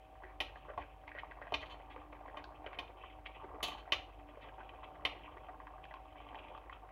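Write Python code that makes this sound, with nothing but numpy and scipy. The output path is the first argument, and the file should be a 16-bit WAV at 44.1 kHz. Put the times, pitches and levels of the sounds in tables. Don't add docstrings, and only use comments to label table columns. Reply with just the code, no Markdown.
import sys
import numpy as np
from scipy import signal
from scipy.fft import rfft, irfft
from scipy.io import wavfile

SR = 44100
rng = np.random.default_rng(int(sys.argv[2]) if len(sys.argv) > 2 else 0)


def digitize_waveform(pressure):
    field = np.atleast_2d(pressure).T
    bounded = np.clip(field, -1, 1)
    quanta = np.round(bounded * 32767).astype(np.int16)
    wavfile.write(sys.argv[1], SR, quanta)


N = 304731
TIME = np.arange(N) / SR
BRIEF = TIME[:SR // 3]

# start_s, thud_db, clang_db, hard_edge_db, top_of_clang_hz
KNOCKS = [(0.403, -43, -37.5, -63.5, 4460), (0.776, -40.5, -63.5, -84, 3500),
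          (1.521, -38.5, -57, -80, 3820), (1.5394, -43.5, -37, -71.5, 5340),
          (2.37, -47.5, -56.5, -84, 5000), (2.787, -47, -44.5, -73, 3870), (3.6291, -46, -45.5, -51, 6500),
          (3.680, -50, -67, -64.5, 7000), (3.921, -39.5, -31, -61.5, 6470), (5.0506, -41.5, -34, -65, 3150)]
# time_s, level_db
BOIL = [(0.0, -67.5), (0.2, -61), (0.55, -58.5), (0.95, -64), (1.6, -55), (1.88, -57), (2.38, -57),
        (2.7, -55), (3.08, -58.5), (3.2, -63.5), (3.44, -52.5), (3.8, -55.5), (4.17, -60), (4.33, -57),
        (5.4, -56), (6.07, -60), (6.3, -54.5), (6.91, -59.5)]
USUAL_BOIL_DB = -57
# pitch_hz, relative_level_db
CRACKLE_COLOUR = [(900, -5), (1800, -5), (2600, 5), (3200, 1.5), (3800, -13), (4800, -35), (7000, -33),
                  (16000, -37)]
FIZZ_S = 0.015


def from_db(db):
    return 10 ** (np.asarray(db) / 20)


def rms_one(x):
    return x / np.sqrt(np.mean(x ** 2) + 1e-20)


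def attack_one(x):
    return x / np.sqrt(np.mean(x[:SR // 50] ** 2) + 1e-20)


def at_hz(points, hz):
    table = np.array(points)
    return np.interp(np.log(hz + 1e-9), np.log(table[:, 0]), table[:, 1])


def add(track, start_s, sound):
    start = max(round(start_s * SR), 0)
    track[start:start + len(sound)] += sound[:max(N - start, 0)]


def band(x, hz, kind):
    return signal.sosfilt(signal.butter(2, hz, kind, fs=SR, output="sos"), x + 1e-18)


def colour(x, spectrum):
    size = 2048
    bins_hz = np.arange(size // 2 + 1) * SR / size
    cepstrum = irfft(np.log(from_db(at_hz(spectrum, bins_hz))))
    cepstrum[1:size // 2] *= 2
    cepstrum[size // 2 + 1:] = 0
    impulse = irfft(np.exp(rfft(cepstrum)))
    return signal.fftconvolve(x, impulse)[:len(x)]


def drift(rate_hz):
    step = 100
    r = np.exp(-2 * np.pi * step * rate_hz / SR)
    noise = rng.standard_normal(N // step + 1002)
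    slow = signal.lfilter([1], [1, -2 * r, r * r], noise)[1000:]
    return np.interp(np.arange(N) / step, np.arange(len(slow)), rms_one(slow))


def fade(t60_s):
    return np.exp(-np.log(1000) * BRIEF / t60_s)


def ring(clicks, hz, t60_s):
    r = np.exp(-np.log(1000) / (t60_s * SR))
    w = 2 * np.pi * hz / SR
    return signal.lfilter([0, np.sin(w)], [1, -2 * r * np.cos(w), r * r], clicks + 1e-18)


def grains(per_s, spread_db, size):
    heights = from_db(spread_db * np.minimum(rng.exponential(1, size), 4))
    heights = heights * rng.choice([-1, 1], size)
    return heights * (rng.random(size) < per_s / SR)


def background():
    # pitch_hz, rms_level_db, waver (0-1)
    hum_tones = [(49.6, -59.5, 0.16), (100.5, -75, 0.5), (132, -77, 0.3), (164.4, -79, 1),
                 (299.6, -70, 0.79), (632, -69.5, 0.25), (762, -63, 0.27), (814, -74.5, .7)]
    # pitch_hz, relative_level_db
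    air_colour = [(20, -24.5), (35, -11), (50, 1), (65, 13), (100, 2), (200, -13.5), (260, -7.5), (550, -2),
                  (800, -13), (1200, -14.5), (2000, -15), (3200, -23), (4500, -31.5), (7000, -34.5),
                  (16000, -34.5)]
    tones = 0
    for hz, level_db, waver in hum_tones:
        swing = (1 + waver * drift(3.07)) / np.sqrt(1 + waver ** 2)
        phase = 2 * np.pi * hz * TIME + 3 * waver * drift(1.48)
        tones = tones + from_db(level_db) * np.sqrt(2) * swing * np.cos(phase)
    air = band(colour(rng.standard_normal(N), air_colour), 26, "high")
    return tones + from_db(-64.5) * rms_one(air)


def kitchen(x):
    # pitch_hz, t60_s
    room_t60 = [(200, 0.36), (1000, 0.28), (3000, 0.29), (6000, 0.28), (14000, 0.25)]
    edges_hz = np.geomspace(120, 18000, 9)
    tail = 0
    for low_hz, high_hz in zip(edges_hz, edges_hz[1:]):
        noise = band(rng.standard_normal(len(BRIEF)), [low_hz, high_hz], "band")
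        tail = tail + noise * fade(at_hz(room_t60, np.sqrt(low_hz * high_hz)))
    tail *= 1 - fade(0.014)
    early = rng.standard_normal(len(BRIEF)) * fade(0.041) * (1 - fade(0.0056))
    echoes = from_db(-9) * tail / np.linalg.norm(tail)
    echoes = echoes + from_db(-5.5) * early / np.linalg.norm(early)
    return x + signal.fftconvolve(x, echoes)[:N]


def rocking():
    # pitch_hz, level_db (relative to the thud), t60_s
    hob_modes = [(64.7, -11.5, 0.48), (89.7, -14.5, 0.45)]
    pushes = np.zeros(N)
    for start_s, thud_db, *_ in KNOCKS:
        add(pushes, start_s, from_db([thud_db]))
    hum = sum(from_db(db) * ring(pushes, hz, t60_s) for hz, db, t60_s in hob_modes)
    return band(hum, 450, "low")


def bubbles(low_hz, high_hz, per_s, cycles, spread_db, clump_db, spectrum):
    clicks = grains(per_s * from_db(clump_db * drift(16)), spread_db, N)
    pitches_hz = np.geomspace(low_hz, high_hz, 18)
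    dealt = rng.integers(0, len(pitches_hz), N)
    tones = 0
    for k, hz in enumerate(pitches_hz):
        tones = tones + ring(clicks * (dealt == k), hz, cycles / hz)
    return rms_one(colour(tones, spectrum))


def simmer():
    # time_s, level_db
    sizzle_curve = [(0.0, -76), (0.3, -78), (0.62, -69), (0.98, -75), (1.4, -74.5), (1.69, -68),
                    (2.05, -75.5), (2.9, -72.5), (3.11, -61.5), (3.21, -85), (3.35, -61.5), (3.56, -82),
                    (4.0, -71), (4.9, -70.5), (5.27, -63), (5.6, -79), (6.37, -65.5), (6.91, -79)]
    # pitch_hz, relative_level_db
    bubble_colour = [(150, -37), (210, -17), (300, -3.5), (400, -7), (520, 3), (900, 2), (1300, 0.5),
                     (1600, -6), (2000, -10.5), (3000, -9.5), (4500, -21), (8000, -50)]
    boil_db = np.interp(TIME, *np.transpose(BOIL))
    sizzle_db = np.interp(TIME, *np.transpose(sizzle_curve))
    small_db = -66.5 + 1.25 * (boil_db - USUAL_BOIL_DB)
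    deep = bubbles(258.5, 1100, per_s=450, cycles=9.0, spread_db=3.0, clump_db=3.5, spectrum=bubble_colour)
    small = bubbles(920, 2200, per_s=380, cycles=15, spread_db=4.5, clump_db=4.5, spectrum=bubble_colour)
    fine = bubbles(2090, 3860, per_s=480, cycles=22, spread_db=3.5, clump_db=7, spectrum=CRACKLE_COLOUR)
    return from_db(boil_db - 2.5) * deep + from_db(small_db) * small + from_db(sizzle_db - 1.0) * fine


def glide(hz, cycles, rise):
    t60_s = cycles / hz
    pitch_hz = hz * (1 + rise * (1 - fade(3 * t60_s)))
    tone = np.sin(2 * np.pi * np.cumsum(pitch_hz) / SR)
    return tone * fade(t60_s) * (1 - fade(0.17 * t60_s))


def spray(db):
    tear = np.exp(-abs(BRIEF - FIZZ_S) / 0.0028)
    droplets = colour(grains(3000, 9.5, len(BRIEF)) * tear, CRACKLE_COLOUR)
    return from_db(db - 5.5) * attack_one(droplets)


def lesser_pops():
    per_s, typical_hz, spread_octaves, spread_db = 8, 706, 0.45, 1.5
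    late, high, loud, wet = rng.standard_normal((150, 4)).T
    start_s = (np.arange(1, len(late) + 1) + 0.3 * late) / per_s
    swell_db = np.interp(start_s, *np.transpose(BOIL)) - USUAL_BOIL_DB
    pitch_hz = typical_hz * 2 ** (spread_octaves * high)
    plop_db = -59.5 + swell_db + spread_db * loud
    smack_db = -65 + swell_db + spread_db * wet
    rows = np.transpose([start_s, pitch_hz, plop_db, smack_db])
    return list(rows[start_s < TIME[-1]])


def pops():
    # start_s, pitch_hz, plop_db, wet_smack_db
    big_pops = [(0.236, 370, -53.5, -51.5), (0.558, 520, -58, -54.5), (0.684, 510, -52.5, -68),
                (0.7, 565, -51, -52.5), (0.819, 510, -63, -52.5), (1.078, 910, -58, -49.5),
                (1.15, 580, -54, -52.5), (1.179, 710, -59, -48.5), (1.233, 783, -50.5, -59),
                (1.312, 970, -65, -50), (1.416, 558, -53, -49.5), (1.47, 680, -54.5, -55.5),
                (1.628, 630, -52, -48.5), (1.962, 500, -52, -56), (2.126, 506, -53, -53.5),
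                (2.259, 1000, -57, -64), (2.281, 493, -51, -55.5), (2.664, 541, -48.5, -48),
                (2.731, 770, -57, -56), (3.037, 1030, -57.5, -56), (3.442, 387, -51, -59),
                (3.606, 1140, -55, -76), (3.749, 780, -53, -73), (4.373, 550, -53, -76),
                (4.484, 524, -56, -58), (4.581, 590, -57, -69), (4.604, 1060, -61, -52),
                (5.368, 1070, -61, -56), (5.486, 750, -55, -66), (5.67, 970, -57.5, -55.5),
                (5.91, 616, -61, -55.5), (5.94, 1045, -51, -69), (6.577, 1180, -61, -73),
                (6.697, 1030, -57, -76)]
    # tear_s, level_db
    fat_spits = [(0.49, -58), (1.196, -55.5), (2.663, -48), (2.881, -58), (3.259, -44.5), (4.484, -57),
                 (4.696, -52), (4.843, -51.5), (5.84, -53), (6.289, -56), (6.356, -54), (6.39, -52),
                 (6.486, -56.5), (6.729, -53)]
    out = np.zeros(N)
    for tear_s, db in fat_spits:
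        add(out, tear_s - FIZZ_S, spray(db))
    for start_s, hz, plop_db, smack_db in list(big_pops) + lesser_pops():
        plop = attack_one(glide(hz, cycles=22.7, rise=0.065))
        partners_hz = hz * np.exp(rng.normal(0.087, 0.37, size=3))
        partners = sum(glide(f, cycles=10.0, rise=0.23) * rng.choice([-1, 1]) for f in partners_hz)
        plop = plop + from_db(-1.0) * attack_one(partners)
        add(out, start_s, from_db(plop_db - 0.5) * plop)
        for k, small_hz in enumerate(rng.uniform(1103, 2250, size=3)):
            smack = attack_one(glide(small_hz, cycles=14.8, rise=0.13))
            delay_s = k * rng.uniform(0.0018, 0.0093)
            add(out, start_s + delay_s, from_db(smack_db - 7.5 - 1.1 * k) * smack)
        add(out, start_s - FIZZ_S, spray(smack_db - 13.5))
    out = band(out, 4600, "low")
    return band(band(out, 290, "high"), 290, "high")


def squelches():
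    # start_s, length_s, level_db, centre_hz
    wet_bursts = [(0.24, 0.098, -62.5, 1970), (0.674, 0.044, -53, 1390), (0.789, 0.046, -54, 2420),
                  (1.1145, 0.006, -44, 2000), (1.129, 0.092, -55, 1730), (1.184, 0.022, -45.5, 2820),
                  (1.406, 0.085, -60, 1580), (1.895, 0.051, -54, 2840), (2.358, 0.059, -53.5, 2120),
                  (2.727, 0.036, -55, 2730), (3.252, 0.024, -54, 2860), (3.266, 0.0051, -40, 2760),
                  (4.406, 0.052, -53.5, 2950)]
    out = np.zeros(N)
    for start_s, length_s, db, hz in wet_bursts:
        swell = np.sin(np.pi * np.minimum(BRIEF / length_s, 1) ** 0.89)
        burst = band(grains(2500, 1.7, len(BRIEF)) * swell, [hz / 1.44, hz * 1.21], "band")
        loudness = np.sqrt(np.sum(burst ** 2) / (length_s * SR) + 1e-20)
        add(out, start_s, from_db(db - 4.5) * burst / loudness)
    return band(band(out, 3000, "low"), 3000, "low")


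def scrapes():
    # start_s, rough_length_s, level_db (before dulling)
    blade_slides = [(0.44, 0.055, -61), (0.55, 0.044, -63.5), (1.607, 0.023, -49.5), (1.655, 0.017, -52.5),
                    (1.698, 0.04, -50), (3.626, 0.031, -39.5), (3.66, 0.036, -46.5), (3.702, 0.044, -48),
                    (3.771, 0.042, -52)]
    # pitch_hz, relative_level_db, t60_s
    blade_modes = [(2420, -12, 0.07), (2930, -4, 0.055), (3090, 2, 0.098), (3850, -5.5, .1),
                   (4100, -1, 0.062), (4370, -5, 0.12), (4700, -13, 0.094), (5660, -16, 0.2),
                   (6099, -21, .2), (6420, -12, 0.13), (6900, -21, 0.14), (7515, -13, 0.22),
                   (10120, -10, 0.15), (11220, -17, .14)]
    # pitch_hz, relative_level_db
    scrape_colour = [(300, -13), (1000, -3.5), (1900, -14), (3000, 3.5), (4200, -6.5), (5200, -19.5),
                     (6600, -10.5), (8200, -23.5), (11000, -8), (16000, -27)]
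    out = np.zeros(N)
    for start_s, length_s, db in blade_slides:
        contacts = grains(1800, 3.0, len(BRIEF)) * np.clip(2 - 1.63 * BRIEF / length_s, 0, 1)
        blade = 0
        for hz, mode_db, t60_s in blade_modes:
            leak = np.exp(-2 * np.log(1000) / (t60_s * SR))
            energy = signal.lfilter([1], [1, -leak], contacts ** 2)
            tone = np.sin(2 * np.pi * (hz * BRIEF + rng.random()))
            blade = blade + from_db(mode_db) * np.sqrt(energy) * tone
        rasp = attack_one(colour(contacts, scrape_colour))
        scrape = attack_one(blade) * from_db(-8.5) + rasp * from_db(0.5)
        bright_hz = np.clip(16000 * from_db(0.86 * (db + 29.5)), 2000, 18000)
        add(out, start_s, from_db(db) * band(scrape, bright_hz, "low"))
    return out


def knocks():
    # pitch_hz, relative_level_db, t60_s
    pan_modes = [(254, -25, 0.038), (290, -4.5, 0.13), (506, 5, 0.027), (683, -1, 0.04), (852, -18, 0.034),
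                 (1110, -8, 0.074), (1089, -5, 0.11), (1370, -14, 0.027), (2095, 5.5, 0.031),
                 (2600, -11, 0.013), (2465, 7.5, 0.028), (2670, -4, 0.049), (2810, -10, 0.038),
                 (2903, 8, 0.037), (3100, 8, 0.027), (3150, -32, 0.038), (3590, -1, 0.041),
                 (4020, -5.5, 0.034), (4280, -8.5, 0.053), (5300, -42, 0.041), (5700, -16.5, 0.046)]
    # pitch_hz, relative_level_db
    knock_colour = [(180, -29), (300, -2.5), (600, 4), (1100, 2), (1600, -8), (2200, -4.5), (2900, -5.5),
                    (3600, -13.5), (4500, -19), (6000, -24), (8000, -40.5), (10500, -34.5), (16000, -47)]
    out = np.zeros(N)
    for start_s, thud_db, clang_db, edge_db, top_hz in KNOCKS:
        modes = 0
        for hz, db, t60_s in pan_modes:
            strength = from_db(db + rng.normal(0, 1.5)) * rng.choice([-1, 1])
            shift = 1 + rng.normal(0, 0.004)
            modes = modes + strength * np.sin(2 * np.pi * hz * shift * BRIEF) * fade(t60_s)
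        crowd_fade = fade(0.058) + from_db(-17.5) * fade(0.19)
        crowd = colour(rng.standard_normal(len(BRIEF)) * crowd_fade, knock_colour)
        blow = (attack_one(modes) + from_db(-0.5) * attack_one(crowd)) * (1 - fade(0.0062))
        thud = attack_one(band(band(blow, 1220, "low"), 1220, "low"))
        clang = attack_one(band(band(blow, 2470, "high"), top_hz, "low"))
        edge = attack_one(band(band(crowd, 7400, "high"), 7400, "high"))
        add(out, start_s, from_db(thud_db) * thud + from_db(clang_db) * clang + from_db(edge_db) * edge)
    return out


def scene():
    cooking = simmer() + pops() + squelches() + scrapes() + knocks()
    mono = background() + rocking() + kitchen(cooking)
    return np.stack([mono, mono])


def record(dry):
    return signal.sosfilt(signal.ellip(10, .1, 70, 15900, fs=SR, output="sos"), dry)


dry = scene()
out = record(dry)
digitize_waveform(out)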